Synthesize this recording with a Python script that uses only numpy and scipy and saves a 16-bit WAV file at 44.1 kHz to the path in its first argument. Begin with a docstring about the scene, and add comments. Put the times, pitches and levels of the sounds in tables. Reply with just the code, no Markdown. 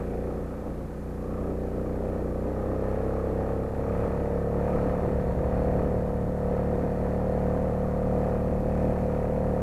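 """A small four-stroke engine drives a bicycle along a city street, heard from a camera on the rider.
It sets out slowly and gathers speed: each cycle pushes air, rings the muffler and clatters the valves.
All along the drive rasps, loose parts rattle, and tyres and air rumble; early on a part hums briefly.
Then a motorcycle comes by the other way, its exhaust falling in pitch, and after it a car.
By then the engine is cruising, and it runs on to the end."""
import sys
import numpy as np
from scipy import signal
from scipy.fft import rfft, irfft
from scipy.io import wavfile
from scipy.ndimage import uniform_filter1d

SR = 44100
rng = np.random.default_rng(int(sys.argv[2]) if len(sys.argv) > 2 else 0)


def put_to_file(sound):
    """Save the sound as 16-bit audio at rate SR, in the file named by the first command-line argument."""
    columns = np.atleast_2d(sound).T  # one column per channel
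    safe = np.clip(columns, -1, 1)
    whole_steps = np.round(safe * 32767)
    wavfile.write(sys.argv[1], SR, whole_steps.astype(np.int16))


N = 424241
TIME = np.arange(N) / SR  # seconds
SLOW_HZ, CRUISE_HZ = 30.9, 36.56  # firings per second at the start and at cruise
CRUISE_DB = -29  # engine effort at cruise


def amp(db):
    """Decibels to gain."""
    return 10 ** (np.asarray(db) / 20)


def evened(x):
    """Scales to rms 1."""
    return x / np.sqrt(np.mean(x ** 2) + 1e-20)


def noise():
    """White noise for the whole scene."""
    return rng.standard_normal(N)


def curves(rows):
    """Each column of a time table, joined by straight lines."""
    s, *columns = np.transpose(rows)
    return [np.interp(TIME, s, column) for column in columns]


def wander(rate_hz):
    """Slow random drift of rms 1, with little movement faster than rate_hz."""
    count = 2048  # points of the drift, made at audio rate and then stretched over the scene
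    hz = np.fft.rfftfreq(N, 1 / SR)[:count // 2 + 1]
    lowpass = 1 / (1 + (hz / rate_hz) ** 4)
    slow = irfft(rfft(rng.standard_normal(count)) * lowpass)
    return evened(np.interp(np.linspace(0, count - 1, N), np.arange(count), slow))


def colour(x, points, size=8192):
    """Passes x through a body with this spectrum, which rings only after it is struck; rms 1."""
    f, db = np.transpose(points)
    hz = abs(np.fft.fftfreq(size, 1 / SR))
    log_gain = np.log(amp(np.interp(np.log(hz + 1), np.log(f + 1), db)))
    # minimum phase: the phase follows from the gain
    spectrum = np.exp(np.conj(signal.hilbert(log_gain)))
    ring = np.fft.ifft(spectrum).real[:size // 2]
    return evened(signal.oaconvolve(x, ring)[:N])


def resonate(x, hz, width_hz):
    """One ringing mode, scaled to rms 1."""
    pole = np.exp((2j * np.pi * hz - np.pi * width_hz) / SR)
    return evened(signal.lfilter([1], [1, -pole], x).real)


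def per_cycle(turns, spread_db):
    """A random gain that holds for one engine cycle."""
    cycle = np.floor(turns - np.floor(turns[0])).astype(int)
    return amp(spread_db * rng.standard_normal(1024))[cycle % 1024]


def burst(turns, length):
    """An envelope that jumps once a cycle and dies away; length in cycles."""
    return np.exp(-(turns % 1) / length)


def teeth(turns, alike, count=1200):
    """The same teeth meet in every cycle, so part of the grain repeats."""
    tooth = (turns % 1 * count).astype(int)
    same = rng.standard_normal(count)[tooth]
    return np.sqrt(alike) * same + np.sqrt(1 - alike) * noise()


def orders(table, load, waver_db):
    """Each order with its peak gain, which shifts with engine speed and wavers."""
    for k, *db in table:
        level_db = np.interp(load, [0, .6, 1], db) + waver_db * wander(rate_hz=13.5)
        yield round(k), np.sqrt(2) * amp(level_db)


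def follow(effort_db, speed, cruise_db, per_db, per_hz, unsteady_db):
    """Gain of one engine part: it follows effort and speed, and is never quite steady."""
    from_effort = per_db * (effort_db - CRUISE_DB)
    from_speed = per_hz * (speed - CRUISE_HZ)
    return amp(cruise_db + from_effort + from_speed + unsteady_db * wander(rate_hz=14.0))


def bark(turns, speed, load, ring_hz=510, half_width_hz=85):
    """Each firing rings the muffler for a few milliseconds, sweeping quickly up, with weaker pulses between."""
    # orders that ring in the muffler:
    # (order, level when slow [dB], level midway [dB], level at cruise [dB])
    bark_orders = [(11, -20, -13, -14), (12, -8, -15, -14), (13, -7, -4, -4), (14, -19, -6, -5),
                   (15, -8, -7, -17), (16, -6, -7, -12), (17, -9, -11, -11), (18, -10, -16, -16),
                   (19, -13, -17, -12.5), (20, -18, -20, -19), (21, -18, -20, -22), (22, -19, -17, -25),
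                   (23, -25, -21, -31), (25, -19, -24, -31)]
    turns = turns + .001 * wander(rate_hz=25)  # slightly uneven timing
    out = np.zeros(N)
    for k, gain in orders(bark_orders, load, waver_db=.5):
        detune = (k * speed - ring_hz) / half_width_hz
        # the phase of a resonance, with the orders below it leaving the pipe well ahead
        lag = np.arctan(detune) + np.where(detune < 0, .5, .16) * detune ** 2
        lag += .6 * np.sin(2 * np.pi * k * .36)  # the pulses between
        out -= gain * np.cos(2 * np.pi * k * turns - lag)
    return out * per_cycle(turns, spread_db=0.5)


def boom(turns, load):
    """Exhaust and intake push air; the pipe delays each order differently: the lowest thump, the rest drone."""
    # low orders of the firing cycle:
    # (order, level when slow [dB], level midway [dB], level at cruise [dB])
    boom_orders = [(1, -3, -5, -6.5), (2, 3, -0.5, -3.5), (3, -2.5, -4, -6), (4, -9.5, -6.5, -5),
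                   (5, -3, -7, -3), (6, -4, -6.5, -7), (7, -1.5, -9, -12.5), (8, -12.5, -13, -19.5),
                   (9, -5, -11, -31.5), (10, -8, -10.5, -14.5)]
    out = np.zeros(N)
    for k, gain in orders(boom_orders, load, waver_db=0.43):
        lag = .09 * (k + 1) + .2 * (k - 4) ** 2  # in cycles of this order
        lag -= .2 * np.exp(-2 * (k - 2) ** 2)
        out += gain * np.cos(2 * np.pi * (k * turns - lag))
    return out


def puff(turns, load):
    """Turbulent gas follows each firing, through a muffler that sounds harder as the engine speeds up."""
    # the muffler under soft pulses: (frequency [Hz], relative level [dB])
    muffler_soft = [(150, -21), (335, -39), (395, 9), (440, -5), (490, 6), (560, 0), (650, -7), (770, 0),
                    (950, -28), (1500, -23), (3000, -79)]
    # the muffler under hard pulses: (frequency [Hz], relative level [dB])
    muffler_hard = [(150, -12.5), (300, -9.5), (490, 3.5), (560, 4.5), (640, -1.5), (760, 0), (1000, -9),
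                    (1400, -25.5), (3000, -79.5)]
    flow = .45 + burst(turns, length=.6) * per_cycle(turns, spread_db=1.8)
    gas = flow * noise()
    soft, hard = colour(gas, muffler_soft), colour(gas, muffler_hard)
    return amp(-8) * ((1 - load) * soft + load * hard)


def drive(turns, snatch_at=0.41, trim_db=-2.5):
    """The chain rasps, most when each power stroke pulls it tight."""
    # pull on the chain as its rasp before the trim, swelling about once a wheel turn:
    # (time [s], level [dB])
    chain_pull = [(0.0, -50.5), (0.18, -57), (0.3, -48.5), (0.72, -52.5), (1.08, -55.0), (1.38, -45.5),
                  (1.62, -55), (1.8, -48), (2.04, -53), (2.16, -48.0), (2.52, -51), (2.7, -45),
                  (2.94, -47.5), (3.18, -43.5), (3.36, -49), (3.6, -44), (3.78, -52.0), (3.9, -43.5),
                  (4.14, -44), (4.2, -50), (4.44, -46.5), (4.62, -48.5), (4.74, -42.0), (5.22, -49),
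                  (5.4, -51), (5.58, -46.0), (5.64, -51), (5.82, -47), (6.3, -52), (6.6, -46.5),
                  (6.84, -49.5), (7.14, -48.5), (7.2, -51.0), (7.5, -48), (7.62, -49.5), (7.68, -44),
                  (7.8, -47), (8.34, -45.5), (8.58, -50.5), (8.88, -48.0), (9.18, -48), (9.42, -54),
                  (9.48, -48), (9.6, -48)]
    # ring of the drive: (frequency [Hz], relative level [dB])
    drive_body = [(600, -32), (960, -17), (1100, -1.5), (1220, -1), (1290, .5), (1390, -12), (2200, -34),
                  (6000, -70)]
    snatch = turns - snatch_at  # place in the cycle
    pull = .42 + burst(snatch, length=.33) * per_cycle(snatch, spread_db=1.0)
    rasp = colour(pull * teeth(turns, alike=.42), drive_body)
    return amp(curves(chain_pull)[0] + trim_db) * rasp


def clatter(turns, grind=0.45, trim_db=4.5):
    """Valve knocks over the steady grinding of the gears shake the casing and its fins."""
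    # the clatter before the trim: (time [s], level [dB])
    clatter_level = [(0.0, -53.5), (0.9, -57.5), (2.16, -54.0), (2.34, -56), (2.46, -52), (2.76, -52.0),
                     (2.88, -49.0), (3.3, -51.5), (3.48, -49), (3.66, -54.5), (3.96, -47.5), (4.32, -49.5),
                     (4.5, -52.5), (4.62, -47.5), (4.92, -47.5), (5.4, -49.5), (5.58, -46.5), (6.3, -53.0),
                     (6.6, -48), (6.72, -50), (7.38, -48.5), (7.98, -51), (8.28, -48.5), (8.64, -52),
                     (8.82, -49), (9.6, -50)]
    # knocks of the valve gear: (place in the cycle [0-1], decay [cycles], relative level [dB])
    valves = [(0.362, 0.16, -11), (0.551, 0.029, -15), (.72, 0.069, -19)]
    # the engine casing: (frequency [Hz], relative level [dB])
    casing = [(300, -36.5), (650, 7.5), (880, 10), (1020, 6), (1140, -8), (1450, 1.5), (1620, 0),
              (1780, 0.5), (1950, -3), (2150, -8.5), (2480, -12), (2800, -18), (3300, -25), (9000, -53)]
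    # cooling fins that ring with the knocks: (frequency [Hz], width [Hz], relative level [dB])
    fins = [(1771, 10, -20), (3710, 80, -35), (4250, 80, -30.5)]
    knocks = np.zeros(N)
    for at, length, db in valves:
        knocks += amp(db) * burst(turns - at, length) * per_cycle(turns - at, spread_db=3.8)
    force = (grind + knocks) * teeth(turns, alike=.3)
    shaken = colour(force, casing)
    for hz, width_hz, db in fins:
        shaken += amp(db) * resonate(force, hz, width_hz)
    return amp(curves(clatter_level)[0] + trim_db) * shaken


def rattle(turns, at=0.27, trim_db=-6):
    """Thin loose parts buzz after each power stroke."""
    # the rattle before the trim: (time [s], level [dB])
    rattle_level = [(0.0, -56), (0.3, -63), (0.66, -63.0), (0.78, -68), (1.14, -66), (1.32, -60),
                    (1.56, -63), (2.64, -63), (2.88, -58.5), (3.78, -60), (3.96, -53), (4.5, -62),
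                    (4.74, -51), (5.4, -65), (5.64, -56.5), (6.3, -67), (6.42, -63), (7.02, -57),
                    (7.14, -69), (7.44, -55), (7.98, -62), (8.22, -52.5), (8.4, -58), (8.64, -57),
                    (8.76, -52), (9.6, -59.0)]
    # ring of the thin parts, with a bright hiss above 3 kHz that swells along with them: (frequency [Hz],
    # relative level [dB])
    loose_parts = [(1200, -33), (1900, 1), (2120, -2.5), (2260, 3), (2520, 2), (2850, -11), (3400, -18),
                   (6000, -19), (12000, -22.5), (15000, -36)]
    force = (.4 + burst(turns - at, length=.3)) * teeth(turns, alike=.3)
    return amp(curves(rattle_level)[0] + trim_db) * colour(force, loose_parts)


def hum(middle_s=1.47, length_s=.14, hz=393, db=-37):
    """A part of the bicycle hums briefly: one resonance swells and dies away."""
    swell = np.cos(np.pi * np.clip((TIME - middle_s) / length_s, -.5, .5))
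    return amp(db) * swell * np.sqrt(2) * np.sin(2 * np.pi * hz * TIME)


def passing(path, tone, flutter=0.0081):
    """Another vehicle's exhaust: a few orders of a fluttering pitch, swelling and fading along its path."""
    hz, db = curves(path)
    turns = np.cumsum(hz * (1 + flutter * wander(rate_hz=5.5))) / SR
    present = 1. * (TIME > path[0][0]) * (TIME < path[-1][0])
    near = uniform_filter1d(present, size=4000)  # soft ends
    exhaust = sum(amp(d) * np.cos(2 * np.pi * round(k) * turns) for k, d in tone)
    return near * amp(db) * evened(exhaust)


def motorcycle():
    """An oncoming motorcycle's exhaust falls in pitch as it goes by."""
    # its way past the microphone: (time [s], exhaust pitch [Hz], level [dB])
    motorcycle_path = [(3.3, 29.5, -60), (3.7, 29.2, -43), (4.05, 28.3, -37), (4.3, 26, -42),
                       (4.8, 24.5, -60)]
    # its exhaust tone: (order, relative level [dB])
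    motorcycle_tone = [(3, -3), (4, 0), (5, -8), (6, -7)]
    return passing(motorcycle_path, motorcycle_tone)


def car():
    """An oncoming car's lower orders fall in pitch as it goes by, then shift as it fades."""
    # its way past the microphone: (time [s], exhaust pitch [Hz], level [dB])
    car_path = [(4.8, 65.6, -49), (5.2, 65.2, -32.5), (5.45, 61.7, -33), (5.65, 58.8, -33),
                (5.95, 57.3, -36), (6.3, 57.5, -44), (7.3, 61, -49), (8.2, 59, -58)]
    # its exhaust tone: (order, relative level [dB])
    car_tone = [(1, 5.5), (2, -1), (3, -8), (5, -24)]
    return passing(car_path, car_tone)


def road(trim_db=-6, bumpy_db=3.1, bumpy_rate_hz=8.9):
    """The tyres roar, swelling at random over uneven asphalt."""
    # roar before the trim, following the roughness of the asphalt: (time [s], level [dB])
    roughness = [(0.0, -35.5), (1.2, -41.0), (1.5, -33.0), (1.62, -37.5), (1.68, -34.5), (1.98, -38.5),
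                 (2.16, -33.0), (2.58, -32.0), (2.64, -35.0), (3.18, -36.5), (3.48, -34.5), (3.72, -37.5),
                 (4.08, -34.0), (4.62, -35.0), (4.74, -31.0), (5.16, -33.5), (5.28, -31.0), (5.46, -33.5),
                 (5.82, -31.0), (6.0, -36.0), (6.36, -37.0), (6.6, -31.5), (6.9, -35.5), (7.38, -34.0),
                 (7.56, -30.5), (7.68, -34.0), (8.04, -36.0), (8.22, -33.0), (8.58, -37.0), (8.7, -32.5),
                 (9.36, -34.5), (9.6, -33.5)]
    # tyre roar: (frequency [Hz], relative level [dB per Hz])
    tyre_roar = [(100, -10), (200, -8), (290, 1.5), (345, -2), (400, -4), (500, -1), (620, -9.5),
                 (900, -16.5), (1500, -32.5), (3000, -50.5), (8000, -65)]
    level_db = curves(roughness)[0] + trim_db + bumpy_db * wander(bumpy_rate_hz)
    return amp(level_db) * colour(noise(), tyre_roar)


def air(speed, cruise_db=-41, per_hz=.5, gust_db=2):
    """Air passing the microphone rumbles in gusts, more as the bicycle goes faster."""
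    # passing air: (frequency [Hz], relative level [dB per Hz])
    air_rumble = [(5, 2), (16, -6), (45, 1), (120, -4.5), (220, -6), (300, -5), (600, -24), (3000, -73)]
    level_db = cruise_db + per_hz * (speed - CRUISE_HZ) + gust_db * wander(rate_hz=4.8)
    return amp(level_db) * colour(noise(), air_rumble)


def hiss(db=-63.5):
    """A steady hiss of coloured noise lies under everything."""
    # the hiss: (frequency [Hz], relative level [dB per Hz])
    hiss_colour = [(100, 8), (3000, 2.5), (5000, 0), (7000, 0.5), (9000, -1.5), (12000, 0.5), (13300, -3),
                   (14500, -12), (15400, -35)]
    return amp(db) * colour(noise(), hiss_colour)


def scene():
    """All engine parts follow one crankshaft, whose speed hunts a little about its course."""
    # engine speed: (time [s], firing rate [firings per second])
    engine_speed = [(0.0, 30.81), (0.08, 28.92), (0.32, 30.34), (0.4, 29.42), (0.64, 30.9), (0.8, 28.47),
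                    (0.88, 29.97), (1.2, 30.1), (1.28, 30.77), (1.52, 30.32), (1.68, 30.98), (1.92, 30.96),
                    (2.16, 32.86), (2.24, 29.35), (2.56, 32.77), (2.72, 32.54), (3.12, 33.94), (3.36, 33.6),
                    (3.44, 34.79), (3.68, 34.41), (4.08, 35.63), (4.48, 35.45), (4.72, 37.2), (4.8, 36.19),
                    (5.04, 36.76), (5.28, 36.18), (5.52, 37.61), (5.76, 37.11), (5.84, 36.63),
                    (5.92, 37.71), (6.0, 36.8), (7.04, 36.89), (7.36, 37.48), (8.32, 37.36), (8.88, 37.96),
                    (8.96, 36.86), (9.04, 38.03), (9.28, 36.88), (9.44, 37.96), (9.6, 36.72)]
    # how hard the engine pulls, which sets its bark, boom and gas: (time [s], effort [dB])
    engine_effort = [(0.0, -34.5), (0.3, -33), (0.42, -36), (0.48, -39.5), (0.66, -39.5), (0.9, -41.5),
                     (1.14, -39), (1.32, -34.5), (2.1, -32), (2.28, -32.5), (2.52, -33.5), (2.76, -29.5),
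                     (3.24, -30.5), (3.42, -29), (3.72, -33), (3.9, -29), (4.2, -30.5), (4.74, -27.5),
                     (5.4, -31), (5.7, -26.5), (6.24, -32), (6.54, -29), (7.2, -30), (7.38, -27.5),
                     (7.92, -30), (8.16, -27.5), (8.64, -31), (8.82, -27), (9.0, -29.5), (9.6, -28.5)]
    course, effort_db = curves(engine_speed)[0], curves(engine_effort)[0]
    hunt_hz, hunt_rate_hz = 0.036, 3.7  # size and rate of the hunting
    hunt = hunt_hz / (2 * np.pi * hunt_rate_hz) * wander(hunt_rate_hz)  # cycles ahead or behind
    turns = np.cumsum(course) / SR + hunt + .354  # engine cycles
    speed = uniform_filter1d(course, size=24000)  # smoothed over about half a second
    load = np.clip((speed - SLOW_HZ) / (CRUISE_HZ - SLOW_HZ), 0, 1)  # 0 slow, 1 cruising

    bark_gain = follow(effort_db, speed, cruise_db=-31.5, per_db=1, per_hz=0, unsteady_db=0.21)
    boom_gain = follow(effort_db, speed, cruise_db=-32, per_db=0.44, per_hz=0.86, unsteady_db=0.63)
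    puff_gain = follow(effort_db, speed, cruise_db=-34.5, per_db=.6, per_hz=.4, unsteady_db=.7)
    engine = bark_gain * bark(turns, course, load)
    engine += boom_gain * boom(turns, load)
    engine += puff_gain * puff(turns, load)
    bicycle = drive(turns) + clatter(turns) + rattle(turns) + hum()
    street = motorcycle() + car() + road() + air(speed)
    return (engine + bicycle + street + hiss())[None]


def record(dry):
    """The camera's band limit: a steep lowpass."""
    lowpass = signal.firwin(511, 15200, window=("kaiser", 9), fs=SR)  # edge in Hz
    return signal.oaconvolve(dry, lowpass[None], "same")


dry = scene()
out = record(dry)
put_to_file(out)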